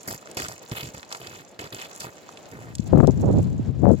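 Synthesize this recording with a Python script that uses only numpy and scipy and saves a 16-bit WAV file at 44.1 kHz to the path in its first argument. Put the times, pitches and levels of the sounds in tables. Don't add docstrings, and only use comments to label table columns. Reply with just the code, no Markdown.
import sys
import numpy as np
from scipy import signal
from scipy.fft import rfft, irfft
from scipy.io import wavfile
from scipy.ndimage import uniform_filter1d, minimum_filter1d

SR = 44100
rng = np.random.default_rng(int(sys.argv[2]) if len(sys.argv) > 2 else 0)


def generate_wav(sig):
    pcm = np.round(np.clip(np.atleast_2d(sig).T, -1, 1) * 32767).astype(np.int16)
    wavfile.write(sys.argv[1], SR, pcm)


N = 176400
TIME = np.arange(N) / SR

RIGHT_LEAD_S, LEAD_SCATTER_S, LEFT_GAIN_DB = 0.00028, 0.00004, -0.54

# [t/s, length/s, then level/dB of thud, crush, rasp, ice, powder],
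# the levels before a common 1 dB cut
PAW_STEPS = [(0.075, 0.022, -40, -39.5, -57, -41, -40.5), (0.105, 0.053, -43, -44, -51.5, -45, -47.5),
             (0.369, 0.095, -41, -38.5, -42, -39, -49), (0.484, 0.057, -48.5, -45.5, -63, -50.5, -55.5),
             (0.716, 0.02, -34, -46.5, -45.5, -52, -51), (0.747, 0.07, -50, -42, -38, -48, -45.5),
             (0.826, 0.066, -40.5, -52, -49.5, -49.5, -57), (0.942, 0.055, -47.5, -48.5, -55, -54, -65),
             (1.103, 0.074, -66, -44, -56, -48, -59), (1.2, 0.22, -50.5, -51.5, -53, -58, -61.5),
             (1.59, 0.083, -44.5, -44, -47.5, -51, -59.5), (1.722, 0.04, -42, -49.5, -48, -56, -55),
             (1.757, 0.097, -77, -46, -42, -48, -54.5), (1.996, 0.055, -52, -49, -50, -45, -53),
             (2.043, 0.053, -45, -46, -56, -64, -61), (2.515, 0.21, -45, -51, -70, -70, -69.5)]
# [f/Hz, relative level/dB]
SNOW_PARTS = [
    [(70, -10), (125, 0.5), (220, -13.5), (380, -7), (700, -30), (2000, -85)],
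    [(150, -10.5), (420, 4), (750, 4.5), (1300, 2.5), (2000, 0.5), (4000, -52)],
    [(1200, -3.5), (2300, 1.5), (3100, 2), (3900, -2), (6000, -20)],
    [(2500, -48), (4700, 3.5), (5800, -4), (7300, 3), (8400, -8), (15000, -32)],
    [(6000, -41), (9000, -6), (12000, 4.5), (15500, -1)],
]
FRACTURES_PER_S, SIZE_SPREAD_DB = 2600, 4.5
CLUMP_DB, CLUMP_RATE_HZ = 3, 187


def paws():
    born = rng.random(N) < FRACTURES_PER_S / SR
    clumps = rms_one(from_db(CLUMP_DB * drift(CLUMP_RATE_HZ)))
    presses = np.array([press(start, length, thud_db, rasp_db)
                        for start, length, thud_db, _, rasp_db, *_ in PAW_STEPS])
    out = 0
    for spectrum, levels_db in zip(SNOW_PARTS, np.transpose(PAW_STEPS)[2:]):
        crackle = even(fractures(born, SIZE_SPREAD_DB, spectrum) * clumps, 0.0277)
        pressure = from_db(levels_db - 1) @ presses
        out = out + crackle * pressure
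    return signal.sosfilt(signal.butter(2, 50, "high", fs=SR, output="sos"), out)


ATTACK_S, RELEASE_S, SAG_DB = 0.0013, 0.0078, 4
BITE_SHARE, BITE_S = 0.47, 0.015


def press(start, length, thud_db, rasp_db):
    slowdown = from_db(2 * max(rasp_db - thud_db, 0))
    rise = min(ATTACK_S * slowdown, length / 2)
    bite = 1 + BITE_SHARE * np.exp(-np.abs(TIME - start) / BITE_S)
    return bite * envelope(start, length, rise, RELEASE_S, SAG_DB)


GRAIN_Q = 3.17
PATCHY_DB = 4.5


def fractures(born, spread_db, spectrum):
    at = np.flatnonzero(born)
    loudness = from_db(spread_db * np.minimum(rng.exponential(1, N), 4))
    size = (loudness * rng.choice([-1, 1], N))[at]
    lag_s = RIGHT_LEAD_S + LEAD_SCATTER_S * rng.standard_normal(N)[at]
    lag = np.rint(SR * lag_s).astype(int)
    pitch_number = rng.integers(0, 10, N)[at]
    out = 0
    for k, hz in enumerate(np.geomspace(spectrum[0][0], spectrum[-1][0], 10)):
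        chosen = size * (pitch_number == k)
        clicks = np.array([np.bincount(port % N, chosen, N) for port in (at + lag, at)])
        b, a = signal.iirpeak(hz, GRAIN_Q, fs=SR)
        rings = signal.lfilter(b, a, clicks + 1e-18)
        out = out + from_db(PATCHY_DB * drift(CLUMP_RATE_HZ / 2)) * rings
    return colour(out, spectrum)


# [t/s, peak level/dB before the crust's scatter, f/Hz]
ICE_SNAPS = [(.122, -24, 4750), (0.273, -25.5, 1450), (.314, -22, 8400), (.347, -28, 12000),
             (0.4842, -15, 6800), (.522, -23.5, 6500), (.715, -22, 3470), (1.030, -22.5, 1710),
             (1.116, -21.5, 1180), (1.1257, -13.5, 4800), (1.1487, -18, 1240), (1.271, -19.5, 3360),
             (1.593, -24, 1950), (1.747, -19.5, 6740), (1.815, -21, 3470), (1.859, -30, 3400),
             (2.005, -16, 7300), (2.373, -26.5, 2900), (2.515, -30, 7250), (2.753, -16.5, 6950),
             (2.784, -27, 4800), (3.072, -19.5, 6140), (3.9155, -31, 6600)]
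SNAP_Q = 1.82
SPLINTER_DB, SPLINTER_S = -27, 0.0028


def snaps():
    out, t = np.zeros(N + SR), TIME[:SR // 30]
    for start, db, hz in ICE_SNAPS:
        push = from_db(SPLINTER_DB) * rng.standard_normal(len(t)) * np.exp(-t / SPLINTER_S)
        push[0] = 1
        softened = signal.lfilter(*signal.butter(2, 9000, fs=SR), push)
        b, a = signal.iirpeak(min(hz, SR / 3), SNAP_Q, fs=SR)
        ring = signal.lfilter(b, a, softened)
        i = int(start * SR)
        out[i:i + len(t)] += from_db(db) * ring / np.abs(ring).max()
    left = np.roll(out, int(RIGHT_LEAD_S * SR))[:N]
    return np.array([left, out[:N]])


# [t/s, level/dB]
CRUMB_LEVEL = [(0, -49), (.23, -53), (.5, -51), (1.35, -50.5), (1.56, -61.5), (1.95, -47), (2.42, -55),
               (3.42, -53), (3.72, -66.5), (4, -53)]
# [f/Hz, relative level/dB]
CRUMB_TONE = [(300, -9.5), (1000, 5), (3200, -3.5), (5600, -3.5), (7200, 4.5), (8600, -12.5),
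              (15000, -13.5)]
CRUMBS_PER_S, CRUMB_SPREAD_DB = 2200, 3.5


def crumbs():
    born = rng.random(N) < CRUMBS_PER_S / SR
    ticking = fractures(born, CRUMB_SPREAD_DB, CRUMB_TONE) * from_db(2 * drift(16))
    return level(CRUMB_LEVEL) * even(ticking, 0.6)


SCATTER_DB, SCATTER_S = -4, 0.0022


def off_the_crust(x):
    t = TIME[:SR // 50]
    tail = rng.standard_normal((2, len(t))) * np.exp(-t / SCATTER_S) * np.minimum(t / SCATTER_S, 1)
    tail = tail / np.linalg.norm(tail, axis=1, keepdims=True)
    tail = signal.sosfilt(signal.butter(1, 1500, "high", fs=SR, output="sos"), tail)
    scattered = signal.fftconvolve(x, tail, axes=1)[:, :N]
    port_gain = from_db([[LEFT_GAIN_DB], [-LEFT_GAIN_DB]])
    return (x + from_db(SCATTER_DB) * scattered) * port_gain


# [t/s, level/dB]
RUMBLE_LEFT = [(2.4, -63.5), (2.88, -28), (2.95, -18), (3.10, -14.5), (3.115, -19.5), (3.46, -18.5),
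               (3.57, -24.5), (3.665, -27.5), (3.695, -14), (3.72, -26), (3.79, -22), (3.825, -17),
               (3.945, -12), (3.96, -26.5)]
RUMBLE_RIGHT = [(2.4, -63), (2.86, -38.5), (2.975, -17.5), (3.02, -38), (3.25, -20), (3.39, -15),
                (3.44, -26), (4, -41)]
# [f/Hz, relative level/dB]
RUMBLE_TONE = [(45, -27.5), (70, -3), (130, 1.5), (210, -6.5), (500, -25.5), (2500, -66.5)]
# [t/s, length/s, level/dB, roll-off f/Hz, port]
EDDIES = [(2.925, 0.036, -5.5, 755, "left"), (2.968, 0.042, -8.5, 866, "left"),
          (3.027, .019, 6, 920, "left"), (3.075, 0.024, -7, 720, "left"), (3.227, 0.083, -15, 800, "right"),
          (3.336, 0.067, -17, 750, "right"), (3.83, 0.025, -9, 720, "left"),
          (3.867, 0.054, -6.5, 760, "left"), (3.923, 0.023, -11.5, 473, "left")]
# [f/Hz, relative level/dB]
EDDY_TONE = [(50, -14), (125, 6.5), (220, 2), (450, -2.5), (1000, -16), (3000, -15.5)]
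BUFFET_RISE_S, BUFFET_FALL_S, WIND_EVEN_S = 0.0033, 0.0038, 0.0162


def wind():
    rumble = even(colour(rng.standard_normal((2, N)), RUMBLE_TONE), WIND_EVEN_S)
    out = rumble * [level(RUMBLE_LEFT), level(RUMBLE_RIGHT)]
    turbulence = colour(rng.standard_normal(N) * from_db(2 * drift(150)), EDDY_TONE)
    for start, length, db, hz, port in EDDIES:
        dulled = signal.sosfilt(signal.butter(4, hz, fs=SR, output="sos"), turbulence)
        flutter = even(dulled, WIND_EVEN_S)
        buffet = flutter * envelope(start, length, BUFFET_RISE_S, BUFFET_FALL_S)
        out[int(port == "right")] += from_db(db) * buffet
    return out


# [t/s, peak level/dB of the knock alone, f/Hz, port]
AIR_SLAPS = [(2.795, -7.5, 160, "left"), (2.933, -5, 602, "left"), (2.974, -14.5, 870, "left"),
             (3.003, -10, 1030, "left"), (3.248, -14.5, 480, "right"), (3.379, -17, 497, "right"),
             (3.595, -9, 190, "right"), (3.855, -8.5, 722, "left"), (3.867, 2, 417, "left")]
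PORT_HZ, PORT_RING_S, PORT_SHARE = 120, 0.014, 0.79


def slaps():
    out, t = np.zeros((2, N + SR)), TIME[:SR // 10]
    fade = np.exp(-t / PORT_RING_S) * np.minimum(t * PORT_HZ, 1)
    boom = PORT_SHARE * np.sin(2 * np.pi * PORT_HZ * t) * fade
    for start, db, hz, port in AIR_SLAPS:
        octave_band = [hz / np.sqrt(2), hz * np.sqrt(2)]
        kick = signal.unit_impulse(len(t))
        knock = signal.sosfilt(signal.butter(2, octave_band, "band", fs=SR, output="sos"), kick)
        knock = signal.sosfilt(signal.butter(2, 2 * hz, fs=SR, output="sos"), knock)
        i = int(start * SR)
        out[int(port == "right"), i:i + len(t)] += from_db(db) * (knock / np.abs(knock).max() + boom)
    return out[:, :N]


# [f/Hz, relative level/dB]
AIR_TONE = [(150, -2.5), (620, 1.5), (1100, -11.5), (5000, -21), (8600, -35)]
AIR_DB, AIR_SIDE_DB, AIR_WANDER_DB = -50, -6.5, 2.5


def air():
    mid, side = rng.standard_normal((2, N))
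    stereo = mid + from_db(AIR_SIDE_DB) * side * [[1], [-1]]
    return from_db(AIR_DB + AIR_WANDER_DB * drift(9.1)) * colour(stereo, AIR_TONE)


def from_db(db):
    return 10 ** (np.asarray(db) / 20)


def rms_one(x):
    return x / np.sqrt(np.mean(x ** 2) + 1e-20)


def level(curve):
    return from_db(np.interp(TIME, *np.transpose(curve)))


def colour(x, points):
    hz, db = np.transpose(points)
    octave = np.log2(np.maximum(np.fft.rfftfreq(N, 1 / SR), 10))
    outside = np.abs(octave - np.clip(octave, np.log2(hz[0]), np.log2(hz[-1])))
    gain = from_db(np.interp(octave, np.log2(hz), db) - 12 * outside)
    cepstrum = irfft(np.log(gain), N)
    response = np.exp(rfft(2 * cepstrum[:N // 2], N) - cepstrum[0])
    return rms_one(irfft(rfft(x) * response, N))


def even(x, span_s):
    power = np.abs(uniform_filter1d(x ** 2, max(int(span_s * SR), 2), axis=-1))
    return x / np.sqrt(power + 1e-4)


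def drift(rate_hz):
    r = np.exp(-2 * np.pi * rate_hz / SR)
    return rms_one(signal.lfilter([1], [1, -2 * r, r * r], rng.standard_normal(N)))


def envelope(start, length, rise, fall, sag_db=0):
    out, i = np.zeros(N), max(int(start * SR), 0)
    t = TIME[:min(N - i, SR // 2)]
    attack = np.minimum(t / rise, 1)
    sag = from_db(sag_db * (1.0 - np.minimum(t / length, 1)))
    release = np.exp(-np.maximum(t - length, 0) / fall)
    out[i:i + len(t)] = attack * sag * release
    return out


def scene():
    snow = off_the_crust(paws() + snaps() + crumbs())
    return snow + wind() + slaps() + air()


LIMIT, CUTOFF_HZ = 0.93, 16100


def record(dry):
    hold = SR // 100
    gain = minimum_filter1d(np.minimum(1, LIMIT / (np.abs(dry) + 1e-9)), hold, axis=-1)
    limited = dry * uniform_filter1d(gain, hold, axis=-1)
    return signal.sosfilt(signal.ellip(10, 0.2, 80, CUTOFF_HZ, fs=SR, output="sos"), limited)


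dry = scene()
out = record(dry)
generate_wav(out)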